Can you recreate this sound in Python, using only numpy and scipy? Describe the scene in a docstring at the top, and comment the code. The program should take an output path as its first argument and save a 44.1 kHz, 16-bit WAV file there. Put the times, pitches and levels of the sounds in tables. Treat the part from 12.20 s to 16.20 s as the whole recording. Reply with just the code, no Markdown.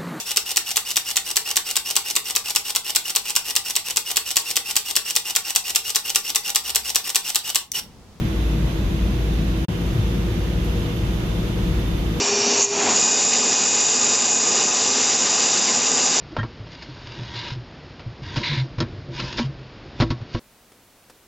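"""A toy brick engine running on the air of a suction motor, close to the microphone in a small room.
At first it stands still: over the motor's hum, air seeps through the bricks and leaks through a
narrowing gap, then chokes. With a surge the crank starts to turn: air roars in the hollow housing and
rushes between the bricks, the valve hisses, loose bricks rattle lightly and the pistons puff."""
import sys
import numpy as np
from scipy import signal
from scipy.fft import rfft, irfft
from scipy.io import wavfile

SR = 44100
rng = np.random.default_rng(int(sys.argv[2]) if len(sys.argv) > 2 else 0)


def store_wav(level_fs):
    """Save 16-bit WAV to argv[1]."""
    pcm = np.round(np.clip(np.atleast_2d(level_fs), -1, 1) * 32767)
    wavfile.write(sys.argv[1], SR, pcm.T.astype(np.int16))


N = 176400
TIME = np.arange(N) / SR


def amp(db):
    """Decibels to gain."""
    return 10 ** (np.asarray(db) / 20)


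def unit(x):
    """Scales to an rms of one."""
    return x / np.sqrt(np.mean(x ** 2) + 1e-20)


def curve(rows, column=1):
    """One column of a table, joined over time."""
    rows = np.array(rows)
    return np.interp(TIME, rows[:, 0], rows[:, column])


def colour(x, spectrum):
    """Filters by rows of frequency_hz, relative_db, to an rms of one."""
    hz, db = np.transpose(spectrum)
    gain = amp(np.interp(np.log(np.fft.rfftfreq(N, 1 / SR) + 1), np.log(hz), db))
    return unit(irfft(rfft(x) * gain, N))


def air(spectrum):
    """Turbulent air with a given spectrum."""
    return colour(rng.standard_normal(N), spectrum)


def wander(rate_hz):
    """Random drift, mostly slower than the given rate."""
    rolloff = 1 + (np.fft.rfftfreq(N, 1 / SR) / rate_hz) ** 4
    return unit(irfft(rfft(rng.standard_normal(N)) / rolloff, N))


def whistle(hz, width_hz):
    """Air ringing in a steep resonance that may glide."""
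    pole = np.exp(-np.pi * width_hz / SR)
    noise = rng.standard_normal(N) + 1j * rng.standard_normal(N)
    for _ in range(2):
        noise = signal.lfilter([1 - pole], [1, -pole], noise)
    carrier = np.exp(2j * np.pi * np.cumsum(hz * np.ones(N)) / SR)
    return unit((noise * carrier).real)


def sine(hz):
    """A tone of rms one that follows a pitch."""
    return np.sqrt(2) * np.sin(2 * np.pi * (np.cumsum(hz * np.ones(N)) / SR + rng.random()))


# The shaft, speeding up as the engine starts: time_s, speed_hz
SHAFT_SPEED = [(0, 404.3), (.42, 405.2), (.56, 405.2), (.7, 410), (.9, 414.9), (4, 414.8)]
# Shaft hum and fan whine: time_s, hum_db, whine_db
MOTOR_LEVELS = [(0, -28.5, -36), (.4, -28.5, -39), (.44, -40, -46), (.49, -29.5, -43), (.57, -26.5, -39),
                (.66, -31.5, -42), (.73, -39, -43), (.85, -41.5, -37), (2.4, -47.5, -40.5), (4, -57, -47.5)]
# Mains hum: pitch_hz, level_db
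MAINS_TONES = [(120, -54), (240.3, -47)]


def suction_motor(fan_blades=6, waver=.0005, flicker_db=1.3):
    """The shaft hums and the passing fan blades whine, over a steady mains hum."""
    shaft_hz = curve(SHAFT_SPEED) * (1 + waver * wander(rate_hz=12))
    hum = sine(shaft_hz) * amp(curve(MOTOR_LEVELS) + flicker_db * wander(rate_hz=20))
    whine = sine(fan_blades * shaft_hz)
    whine *= amp(curve(MOTOR_LEVELS, column=2) + flicker_db * wander(rate_hz=17))
    return hum + whine + sum(amp(db) * sine(hz) for hz, db in MAINS_TONES)


# Air through the standing engine: frequency_hz, relative_db
SEEP_SPECTRUM = [(30, -35), (100, -13), (160, -14.5), (240, 2.5), (305, -6.5), (420, 2.5), (520, -5),
                 (800, -2.5), (1100, -4.5), (1350, -11), (1600, -10), (2200, -10.5), (2500, -4),
                 (2850, -3.5), (3200, -13), (3700, -6.5), (4100, -11), (4500, -2), (5000, -5), (5750, 2),
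                 (6300, -5), (7200, -4), (7600, -7), (8000, -29.5)]
# Its flow: time_s, level_db
SEEP_FLOW = [(0, -20), (.15, -22), (.3, -20), (.41, -20.5), (.445, -27.5), (.48, -31), (.53, -28),
             (.6, -25.5), (.68, -27.5), (.8, -46), (.9, -78.5)]


def seeping_air():
    """Air seeps through the bricks while the engine stands still."""
    return air(SEEP_SPECTRUM) * amp(curve(SEEP_FLOW))


# The leak: time_s, pitch_hz, level_db
LEAK_PATH = [(0, 7200, -44), (.07, 7330, -27), (.13, 5740, -28), (.28, 5900, -25), (.36, 6390, -24.5),
             (.41, 6590, -19), (.448, 6750, -17), (.465, 6620, -30.5), (.55, 6590, -27.5),
             (.66, 7100, -24.5), (.8, 7100, -57), (.9, 7080, -77)]


def gap_leak(width_hz=1300, flutter_hz=125.5, flutter_depth=.18):
    """A breathy, fluttering whistle dips in pitch, then rises as the gap closes."""
    leak = whistle(curve(LEAK_PATH), width_hz) * unit(1 + flutter_depth * sine(flutter_hz))
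    treble_lift = [(3000, -19.5), (5000, -7), (5700, -1), (7300, 3.5), (8000, -13)]
    return colour(leak, treble_lift) * amp(curve(LEAK_PATH, column=2))


# The surge: frequency_hz, relative_db
SURGE_SPECTRUM = [(30, -30), (110, -11.5), (240, -1), (400, -3.5), (550, -4.5), (800, 2), (1100, -3),
                  (1500, -10.5), (2400, -6.5), (3300, -12), (5000, -11.5), (7000, -7.5), (8000, -28)]
# Its swell and fall: time_s, level_db
SURGE_LEVELS = [(.45, -80), (.53, -29), (.62, -24), (.7, -19), (.77, -29.5), (.87, -58), (1, -87)]


def starting_surge():
    """Air surges through as the crank starts to turn."""
    return air(SURGE_SPECTRUM) * amp(curve(SURGE_LEVELS))


# Air through the running engine: time_s, roar_db, rush_db, hiss_db
RUNNING_FLOW = [(.62, -62, -63.5, -63), (.7, -41, -31.5, -21), (.755, -30.5, -21, -19.5),
                (.9, -31.5, -23.5, -21.5), (1.3, -31, -22.5, -21.5), (1.7, -33, -23, -21),
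                (1.95, -31.5, -22, -21), (2.15, -33, -24.5, -21.5), (2.38, -30, -22, -22.5),
                (2.45, -30.5, -22.5, -22.5), (2.85, -31, -22, -23), (3.3, -31, -22, -23),
                (3.7, -31, -23, -23), (4, -31, -21.5, -22.5)]
# The low roar: frequency_hz, relative_db
ROAR_SPECTRUM = [(25, -41.5), (45, -21), (65, -23.5), (90, -14), (145, -13), (200, -2), (262, -1),
                 (305, -6), (360, -3), (440, -2), (540, -3), (680, -3.5), (790, 0.5), (930, -4),
                 (1040, -2.5), (1110, -6), (1230, -4.5), (1300, -16), (2000, -24), (4000, -63.5)]
# Resonances of hose and housing at the median roar: pitch_hz, width_hz, level_db
HOLLOW_MODES = [(244, 20, -43), (257.7, 12, -46.5), (350.6, 14, -46.5), (378, 10, -47), (410, 6.5, -48.5),
                (445, 16, -43.5), (493, 12, -47.5), (597, 25, -50), (722, 12, -50.5), (833, 22, -46),
                (1018, 23, -46), (1174, 25, -50.5), (1228, 33, -44.5), (1558, 12, -49)]


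def housing_roar():
    """Air roars through hose and housing, whose hollows ring in step with the flow."""
    roar_db = curve(RUNNING_FLOW)
    hollows = sum(amp(db) * whistle(hz, width_hz) for hz, width_hz, db in HOLLOW_MODES)
    return air(ROAR_SPECTRUM) * amp(roar_db) + hollows * amp(roar_db - np.median(roar_db))


# The bright rush: frequency_hz, relative_db
RUSH_SPECTRUM = [(300, -36), (900, -26.5), (1400, -8.5), (1900, -7), (2350, -9), (2600, -2.5), (2880, -1.5),
                 (3200, -10.5), (3500, -4), (3770, -0.5), (4100, -7.5), (4500, -5), (4950, 5), (5250, 0),
                 (5550, -1), (5880, 5.5), (6250, 2.5), (7000, -2.5), (7600, -1.5), (8000, -26)]


def brick_rush(grain_db=.67):
    """Air rushes between the bricks with a fine grain."""
    rush = air(RUSH_SPECTRUM) * amp(curve(RUNNING_FLOW, column=2))
    return rush * unit(amp(grain_db * wander(rate_hz=98)))


# The thin hiss: frequency_hz, relative_db
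VALVE_SPECTRUM = [(3000, -69.5), (5800, -26.5), (6400, -10.5), (6680, -3.5), (6860, 1), (7190, 0),
                  (7500, -7.5), (7750, -15), (8000, -32.5), (8300, -55)]


def valve_hiss(sputter_db=1.1):
    """Air sputters through the valve."""
    hiss = air(VALVE_SPECTRUM) * amp(curve(RUNNING_FLOW, column=3))
    return hiss * unit(amp(sputter_db * wander(rate_hz=130)))


# Tone of both ticks and puffs: frequency_hz, relative_db
CRANK_SPECTRUM = [(100, -36.5), (400, 3.5), (900, -14), (1400, -1.5), (2000, 0.5), (2750, 1), (3200, -1),
                  (3800, 0.5), (4800, 4), (6000, -4.5), (7200, -7), (8000, -31)]


def brick_rattle(ticks_per_s=160, decay_s=.002, gain_db=-39):
    """Loose bricks tick as the crank turns, in step with the level of the rush."""
    knocks = (rng.random(N) < ticks_per_s / SR) * rng.random(N)
    decays = signal.lfilter([1], [1, -np.exp(-1 / (decay_s * SR))], knocks)
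    ticks = colour(decays * rng.standard_normal(N), CRANK_SPECTRUM)
    return amp(gain_db) * ticks * unit(amp(curve(RUNNING_FLOW, column=2)))


# Piston strokes: peak_s, level_db
PISTON_STROKES = [(1.0, -32.5), (1.15, -30), (1.27, -32), (1.42, -32.5), (1.58, -33), (1.75, -35),
                  (1.869, -36), (2.04, -36), (2.22, -39), (2.38, -29), (2.6, -33.5), (2.811, -28.5),
                  (2.91, -29), (3.07, -29), (3.22, -31.5), (3.36, -30.5), (3.49, -27.5), (3.64, -30),
                  (3.79, -30), (3.95, -31.5)]


def piston_puffs(width_s=.026):
    """Each stroke lets a soft puff of air through."""
    swells = sum(amp(db) * np.exp(-.5 * ((TIME - s) / width_s) ** 2) for s, db in PISTON_STROKES)
    return air(CRANK_SPECTRUM) * swells


def room(x, t60_s, wet_db):
    """Short, scattered reflections reach the microphone just after the direct sound."""
    t = TIME[:SR // 2]
    tail = rng.standard_normal(len(t)) * np.exp(-np.log(1000) * t / t60_s) * (t > .003)
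    return x + amp(wet_db) * signal.fftconvolve(x, tail / np.linalg.norm(tail))[:N]


def scene(gust_db=.35):
    """Motor and engine close by in the small room, the same in both channels."""
    starting = gap_leak() + seeping_air() + starting_surge()
    running = (housing_roar() + brick_rush() + valve_hiss()) * amp(gust_db * wander(rate_hz=18))
    mix = room(starting + running, t60_s=.14, wet_db=-17.5) + suction_motor()
    mix += room(brick_rattle() + piston_puffs(), t60_s=.16, wet_db=-6)
    return np.array([mix, mix])


def record(dry):
    """The recorder cuts the treble steeply above its band limit."""
    lowpass = signal.firwin(601, cutoff=8230, window=("kaiser", 9), fs=SR)
    return signal.oaconvolve(dry, lowpass[None], "same")


dry = scene()
out = record(dry)
store_wav(out)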